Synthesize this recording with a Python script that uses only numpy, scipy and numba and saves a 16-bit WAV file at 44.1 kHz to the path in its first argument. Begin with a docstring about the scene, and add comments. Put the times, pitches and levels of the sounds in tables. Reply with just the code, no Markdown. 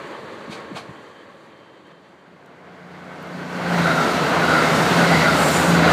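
"""Heard from a platform edge: a diesel locomotive rolls away as flickering noise, ringing body panels and a thin
sine whistle, while someone nearby thuds and scuffs (short low tones, bursts of grit) and a few dry ticks follow.
Then a diesel express swells up and sweeps past car by car: engine tones on crankshaft orders and ringing wheels,
all dropping in pitch as each car passes, over wheel-on-rail roar, rattle and the hiss of air and exhaust.
The rail sings in short resonances, and late on a jet of air rushes by as three bands of noise."""
import sys
import numpy as np
from scipy import signal
from scipy.fft import rfft, irfft
from scipy.io import wavfile
from scipy.ndimage import uniform_filter1d
from numba import njit

SR = 44100
rng = np.random.default_rng(int(sys.argv[2]) if len(sys.argv) > 2 else 0)


def convert_level_to_amplitude(level_db):
    """Map a level in decibels to its linear amplitude factor."""
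    exponent = np.asarray(level_db, float) / 20
    return 10 ** exponent


def log_audio(samples):
    """Write samples as a 16-bit WAV file to the path given in sys.argv[1]."""
    # one column per channel
    frames = np.atleast_2d(samples).T
    # limit to full scale, then quantise
    limited = np.clip(frames, -1, 1)
    pcm = np.round(limited * 32767).astype(np.int16)
    wavfile.write(sys.argv[1], SR, pcm)


N = 261072
T = np.arange(N) / SR

# express coming abreast; only the drop below the loudest row counts: start_s, level_db
EXPRESS_LEVEL = [(2.6, -49.5), (3.1, -41.5), (3.5, -34.5), (3.65, -29.5), (3.8, -24), (4.0, -23.5),
                 (4.35, -22.5), (4.9, -20), (5.27, -20.5), (5.5, -20), (5.8, -20.5), (5.92, -18)]
# roar, rattle, hiss, wheel ring of the express: loudest_db, steepness (dB per dB of level)
EXPRESS_LAYERS = [(-18, 0.98), (-29, 1.2), (-35.5, 1.35), (-24, 1.07)]
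# engine drone, heard from further off; only the drop below the loudest row counts: start_s, level_db
DRONE_LEVEL = [(2.2, -61), (2.5, -53), (2.85, -45.5), (3.3, -39.5), (3.55, -32.5), (3.8, -23.5),
               (4.15, -29.5), (4.6, -26.5), (5.2, -24), (5.92, -22)]
# firing tone, overtones: loudest_db, steepness (dB per dB of level)
DRONE_LAYERS = [(-35.5, 1.14), (-23.5, 0.99)]
# cars of the express: abreast_s, crankshaft_turns_per_s (before the pitch shift of passing)
CARS = [(3.89, 27.6), (4.55, 27.1), (5.222, 27.0), (5.93, 27.0)]
# engine of each car: fifth_order_db, ninth_order_db, firing_swell_db, overtone_swell_db
ENGINES = [(-8.5, -11, 0.8, 3), (-17, -13, 8, 5), (-20, -11.5, 6, 8.5), (-15, -15, 5, 9)]
# even engine overtones: order (multiple of the crankshaft turns), level_db
EVEN_ORDERS = [(4, -19), (6, -0.5), (8, -13), (10, -16.5), (12, -26.5)]
# firing tone, even, odd overtones: loudest this long before the car is abreast (s)
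SWELL_LEAD_S = (0.035, .17, -.08)
# firing tone, even, odd overtones: length of the swell (s)
SWELL_S = (0.22, 0.18, 0.32)
# wheel resonances: pitch_hz (before the shift), width_hz, level_db, share of the axle flare, extra distance loss (power)
WHEEL_MODES = [(1409, 128, 0, 0.85, .05), (674, 36, -10, 0.95, .05), (3840, 290, -9.5, .1, 1.2)]
# near axles make the wheel ring flare: peak_s, rise_db
AXLES = [(3.72, 6.5), (3.89, 14), (4.0, 11), (4.33, 5), (4.43, 6), (4.535, 9.5), (4.607, 9.5), (4.7, 2),
         (4.8, 3.5), (5.03, 5), (5.115, 4), (5.28, 10.5), (5.41, 1), (5.75, 0), (5.84, 4), (5.92, 3)]
# the rail sings under some bogies: peak_s, level_db, length_s, pitch_hz, width_hz
RAIL = [(3.862, -32.5, 0.37, 1970, 300), (4.624, -29.5, 0.27, 1990, 270), (4.55, -39.5, 0.23, 4720, 324),
        (5.168, -36, 0.31, 4700, 330), (5.167, -23, 0.27, 2006, 200), (5.89, -38, 0.11, 4800, 111.1),
        (5.9, -32, .15, 2000, 270)]
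# whine, hiss and fizz of an air jet on one car: pitch_hz (before the shift), width_hz, level_db
JET = [(7200, 330, -37), (8200, 2800, -35), (13500, 6500, -42.5)]
# colour of the wheel-on-rail roar: pitch_hz, level_db (per Hz)
EXPRESS_ROAR = [(35, -19), (62, -36), (80, -15), (105, -24), (130, -11), (165, -2.5), (217, -8.5),
                (265, -6.5), (372, -8), (640, -7), (1040, -10.5), (1340, -11.5), (1700, -15), (2150, -15),
                (2510, -24), (3400, -28), (4420, -62)]
# colour of the rattle: pitch_hz, level_db (per Hz)
EXPRESS_RATTLE = [(1530, -30), (2600, 2.5), (3150, -2), (3680, -1), (4690, -1.5), (5220, -10), (5600, -12),
                  (7280, -15.5), (12300, -120)]
# colour of the air and exhaust hiss: pitch_hz, level_db (per Hz)
EXPRESS_HISS = [(2650, -20), (4500, -14), (5350, -0.5), (8610, -5.5), (10700, -12), (14600, -14.5),
                (15300, -20)]
# the hiss dips briefly: deepest_s, change_db, length_s
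HISS_DIPS = [(4.356, -3, 0.42), (5.27, -1, 0.11), (5.82, -5.5, 0.28)]
# heel thuds: peak_s, peak_db, pitch_hz, length_s
THUDS = [(0.465, -38, 300, 0.014), (.482, -29, 227, .012), (.499, -24.5, 193, 0.0062),
         (0.717, -26, 302, 0.0093), (0.728, -31, 193, 0.016), (0.751, -29.5, 170, 0.008),
         (.894, -31, 150, 0.0099), (.911, -32, 161, 0.0078)]
# sole scuffs: peak_s, level_db, rise_s, fall_s, brightness_db
SCUFFS = [(0.529, -36, 0.023, 0.049, -2), (.773, -31.5, 0.016, .03, -4)]
# colour of the scuffing grit: pitch_hz, level_db (per Hz)
SCUFF_COLOUR = [(350, -33), (600, 2), (1260, -3.5), (1570, -5), (1950, -20), (2230, 0), (2730, -12),
                (4330, -8), (5240, -20.5), (8880, -26.5), (15300, -42)]
# faint dry ticks, sounded 4 dB below the listed level: start_s, level_db, pitch_hz
TICKS = [(1.8716, -58, 7460), (1.9194, -63, 7330), (2.4608, -49.5, 6210), (3.227, -41, 13500),
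         (3.272, -44, 6960)]
# locomotive going away; only the drop below the loudest row counts: start_s, level_db
LOCO_LEVEL = [(0, -35), (.42, -39), (.7, -39.5), (1.05, -45), (1.5, -49), (2.2, -53.5)]
# roar, rumble, hiss of the locomotive: loudest_db, steepness (dB per dB of level)
LOCO_LAYERS = [(-36.5, 0.9439), (-41, 0.72), (-60, 0.89)]
# colour of its roar: pitch_hz, level_db (per Hz)
LOCO_ROAR = [(210, -15), (350, -9), (385, -13.5), (444, -4), (563, -3), (740, -11.5), (834, -7.5),
             (1110, -7.5), (1480, -13), (1680, -10), (2640, -20), (3050, -20), (4510, -26), (5140, -45),
             (6000, -38), (7800, -65), (13200, -120)]
# colour of its rumble: pitch_hz, level_db (per Hz)
LOCO_RUMBLE = [(29, -71), (50, -28), (98, -13), (210, -6), (248, -12), (322, -4.5), (420, -9.5), (550, -48),
               (920, -120)]
# colour of its hiss: pitch_hz, level_db (per Hz)
LOCO_HISS = [(2650, -26), (4500, 1), (5220, -11.5), (6950, -7), (8060, -10.5), (8830, -13.5),
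             (15300, -26.5)]
# ringing body panels, level relative to the roar: pitch_hz, width_hz, level_db
LOCO_PANELS = [(337.5, 18, -14), (433, 48, -10.5), (559, 36, -11.5), (1102, 52, -9.5), (1580, 29, -17.5)]
# a thin whistle that comes and goes: start_s, length_s, level_db
WHISTLE = [(.955, .04, -61), (1.0, .15, -67), (1.15, 0.074, -59.5), (1.3, .035, -68), (1.52, .13, -64),
           (1.65, .15, -66), (1.85, .04, -64), (1.91, 0.081, -63), (2.04, .08, -71), (2.19, .035, -67)]

SPEED_M_S, TRACK_M, SOUND_M_S = 27, 5.48, 343  # train speed, distance to the track, speed of sound


def bump(at, length):
    """A smooth rise and fall, 1 at its top."""
    return np.exp(-((T - at) / (length / 2)) ** 2)


def layers(rows, table):
    """One level moves every layer of a train, each at its own steepness."""
    rise_db_s, fade_db_s = 20, 7.5  # slopes before and after the listed times
    s, level_db = np.transpose(rows)
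    below_db = np.interp(T, s, level_db) - level_db.max()
    outside_db = rise_db_s * np.maximum(s[0] - T, 0) + fade_db_s * np.maximum(T - s[-1], 0)
    return [top_db + steepness * below_db - outside_db for top_db, steepness in table]


def unit(x, lo_hz=20, hi_hz=20000):
    """Scale so that the band lo-hi has rms 1."""
    power, hz = abs(rfft(x)) ** 2, np.arange(N // 2 + 1) * SR / N
    return x * N / np.sqrt(2 * power[(hz > lo_hz) & (hz < hi_hz)].sum())


def walk(rate):
    """Random levels held 1 / rate s and slewed twice; spread near 1."""
    held = np.repeat(rng.standard_normal(int(N / SR * rate) + 2), 8)
    slewed = uniform_filter1d(uniform_filter1d(held, 8), 8)
    return 1.3 * np.interp(T * rate * 8, np.arange(len(held)), slewed)


def rush(colour, flicker_db, rate, shared_db):
    """Coloured noise in half-octave bands that flicker alone and throb together."""
    hz, db = np.transpose(colour)
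    octave = np.log2(np.arange(1, N // 2 + 2) * SR / N)
    shape_db = np.interp(octave, np.log2(hz), db, left=-90, right=-90)
    spectrum = rfft(rng.standard_normal(N)) * convert_level_to_amplitude(shape_db)
    out = 0
    for centre in np.arange(np.log2(hz[0]), np.log2(hz[-1]) + .5, .5):
        band = irfft(spectrum * np.clip(1 - 2 * abs(octave - centre), 0, 1), N)
        out = out + convert_level_to_amplitude(flicker_db * walk(rate)) * band
    return out * convert_level_to_amplitude(shared_db * walk(3 * rate))


@njit
def svf(x, hz, width):
    """State-variable band-pass with a moving centre, gain 1 there."""
    y, b, l = np.empty(len(x)), 0., 0.
    for i in range(len(x)):
        g, k = np.tan(np.pi * hz[i] / SR), width / hz[i]
        v = (b + g * (x[i] - l)) / (1 + g * (g + k))
        b, l, y[i] = 2 * v - b, l + 2 * g * v, k * v
    return y


def ring(hz, width, rough_db=0.5):
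    """Noise in uneven bursts excites a resonance: two band-passes in a row, the second twice as wide."""
    drive = rng.standard_normal(N) * convert_level_to_amplitude(rough_db * walk(30))
    return unit(svf(svf(drive, hz, 1. * width), hz, 2. * width))


def steady(hz):
    """A pitch that stays put."""
    return np.full(N, 1. * hz)


def passing(at):
    """Doppler pitch factor and distance of a point of the train that is abreast at a given time."""
    along = SPEED_M_S * (T - at)
    metres = np.hypot(along, TRACK_M)
    return 1 / (1 + SPEED_M_S * along / metres / SOUND_M_S), metres


def shares(paths, steepness):
    """How much each car adds at each moment: near cars lead, and the powers sum to 1."""
    shade_db = 9  # an oncoming car hides the one behind it
    oncoming = np.array([np.clip((at - T) / .4, 0, 1) for at, _ in CARS])
    ahead = np.cumsum(oncoming, axis=0) - oncoming
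    near = np.array([metres for _, metres in paths]) ** -steepness * convert_level_to_amplitude(-shade_db * ahead)
    return near / np.sqrt((near ** 2).sum(axis=0))


def express():
    """A passing train: engines, wheels, rail and air jet over flickering roar, rattle and hiss."""
    roar_db, rattle_db, hiss_db, wheel_db = layers(EXPRESS_LEVEL, EXPRESS_LAYERS)
    hiss_db = hiss_db + sum(db * bump(s, length) for s, db, length in HISS_DIPS)
    paths = [passing(at) for at, _ in CARS]
    roar = unit(rush(EXPRESS_ROAR, 0.29, 10, 0.7), 358, 1074)
    rattle = unit(rush(EXPRESS_RATTLE, 0.56, 14, 0.63), 3100, 6000)
    hiss = unit(rush(EXPRESS_HISS, 0.46, 10, 0.5), 5220, 6720)
    out = engine_drone(paths) + convert_level_to_amplitude(wheel_db) * wheel_ring(paths)
    out = out + convert_level_to_amplitude(roar_db) * roar + convert_level_to_amplitude(rattle_db) * rattle + convert_level_to_amplitude(hiss_db) * hiss
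    return out + rail_song() + air_jet()


def engine_drone(paths):
    """Each car's engine by its nearness and pitch drop, swelling around the time it is abreast."""
    firing_db, overtone_db = layers(DRONE_LEVEL, DRONE_LAYERS)
    engines = 0
    # the platform edge hides the far wheels more than the deep drone, so these shares are less steep
    cars = zip(CARS, ENGINES, paths, shares(paths, 0.84))
    for (at, turns), (fifth_db, ninth_db, firing_up, overtone_up), (pitch, _), share in cars:
        swells = zip((firing_up, overtone_up, overtone_up), SWELL_LEAD_S, SWELL_S)
        swell_db = np.array([db * bump(at - lead, length) for db, lead, length in swells])
        engines = engines + share * convert_level_to_amplitude(swell_db) * engine(turns * pitch, fifth_db, ninth_db)
    return (convert_level_to_amplitude(np.array([firing_db, overtone_db, overtone_db])) * engines).sum(axis=0)


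def engine(turns, fifth_db, ninth_db):
    """Firing tone, even and odd crankshaft orders of a six-cylinder diesel; each wavers as the firings vary."""
    phase = 2 * np.pi * np.cumsum(turns * (1 + 0.0014 * walk(5.06))) / SR

    def order(k, level_db):
        return convert_level_to_amplitude(level_db) * np.sin(k * phase + 2 * np.pi * rng.random())

    firing = order(3, 1.5 * walk(6))  # three firings per turn
    even = sum(order(k, db + 1.8 * walk(11)) for k, db in EVEN_ORDERS)
    odd = sum(order(k, db + 1.8 * walk(11)) for k, db in [(5, fifth_db), (9, ninth_db)])
    return np.sqrt(2) * np.array([firing, even, odd])


def wheel_ring(paths):
    """Rail roughness shakes the wheel resonances of every car; they flare with near axles and drop in pitch."""
    flare_db = sum(db * bump(s, 0.082) for s, db in AXLES)
    out = 0
    for (pitch, metres), share in zip(paths, shares(paths, 1.14)):
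        for hz, width, db, flare, loss in WHEEL_MODES:
            level = convert_level_to_amplitude(db + flare * flare_db) * (TRACK_M / metres) ** loss
            out = out + share * level * ring(hz * pitch, width)
    return out


def rail_song():
    """Rail resonances that swell and die at a steady pitch."""
    return sum(convert_level_to_amplitude(db) * bump(s, length) * ring(steady(hz), width) for s, db, length, hz, width in RAIL)


def air_jet():
    """Noise bands dropping in pitch as the jet passes; quick to arrive, softer to fade."""
    at, arrive_s, fade_s = 5.54, 0.19, 0.25
    pitch, _ = passing(at)
    jet = sum(convert_level_to_amplitude(db) * ring(hz * pitch, width, 1.0) for hz, width, db in JET)
    before = T < at
    return jet * np.exp(-(abs(T - at) / np.where(before, arrive_s, fade_s)) ** np.where(before, 4, 2))


def steps():
    """Heel thuds as short low tones, scuffs as gritty noise, ticks as dying bursts of bright noise."""
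    out = np.zeros(N)
    for s, db, hz, length in THUDS:
        out += convert_level_to_amplitude(db) * bump(s, length) * np.cos(2 * np.pi * (hz * (T - s) + rng.random()))
    grit = unit(rush(SCUFF_COLOUR, 0.88, 49.5, .8))
    sand = svf(grit, steady(7000), 6000.)  # the bright part of the grit
    for s, db, rise, fall, bright_db in SCUFFS:
        shape = np.where(T < s, np.exp(-((T - s) / rise) ** 2), np.exp(-abs(T - s) / fall))
        out += convert_level_to_amplitude(db) * (grit + convert_level_to_amplitude(bright_db) * sand) * shape
    for s, db, hz in TICKS:
        shape = (T > s) * np.exp(-abs(T - s) / .0012)
        out += convert_level_to_amplitude(db - 4) * shape * unit(svf(rng.standard_normal(N), steady(hz), 6000.))
    return out


def locomotive():
    """Roar with ringing panels, rumble and hiss sink with distance; a thin whistle comes and goes."""
    roar_db, rumble_db, hiss_db = layers(LOCO_LEVEL, LOCO_LAYERS)
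    rumble = unit(rush(LOCO_RUMBLE, 1.3, 7.5, 0.93), 80, 550)
    roar = unit(rush(LOCO_ROAR, 0.62, 9, 0.93), 416, 1260)
    panels = sum(convert_level_to_amplitude(db) * ring(steady(hz), width) for hz, width, db in LOCO_PANELS)
    hiss = unit(rush(LOCO_HISS, 0.27, 7.7, 1.0), 6350, 15000)
    return convert_level_to_amplitude(roar_db) * (roar + panels) + convert_level_to_amplitude(rumble_db) * rumble + convert_level_to_amplitude(hiss_db) * hiss + whistle()


def whistle():
    """A sine that wanders a few Hz and wavers in level, gated on and off with short ramps."""
    pitch_hz, edge_s = 3125, .008
    tone = np.sqrt(2) * np.sin(2 * np.pi * np.cumsum(pitch_hz + 3 * walk(11.9)) / SR)
    gate = 0
    for s, length, db in WHISTLE:
        inside_s = np.minimum(T - s, s + length - T)
        gate = gate + convert_level_to_amplitude(db) * np.clip(inside_s / edge_s + .5, 0, 1)
    return gate * tone * convert_level_to_amplitude(0.8 * walk(25))


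def scene():
    """Express, steps and locomotive as one signal in both channels."""
    return np.tile(express() + steps() + locomotive(), (2, 1))


def band_limit(x):
    """A steep low-pass at the top of the band."""
    return signal.sosfilt(signal.butter(12, 15410, fs=SR, output="sos"), x)


def record(dry):
    """The microphone drops the deep bass and the top."""
    bass_cut = signal.butter(2, 73.5, "high", fs=SR, output="sos")
    top_cut = signal.ellip(8, .2, 60, 15350, fs=SR, output="sos")
    mix = signal.sosfilt(np.vstack([bass_cut, top_cut]), dry)
    return band_limit(mix)


dry = scene()
out = record(dry)
log_audio(out)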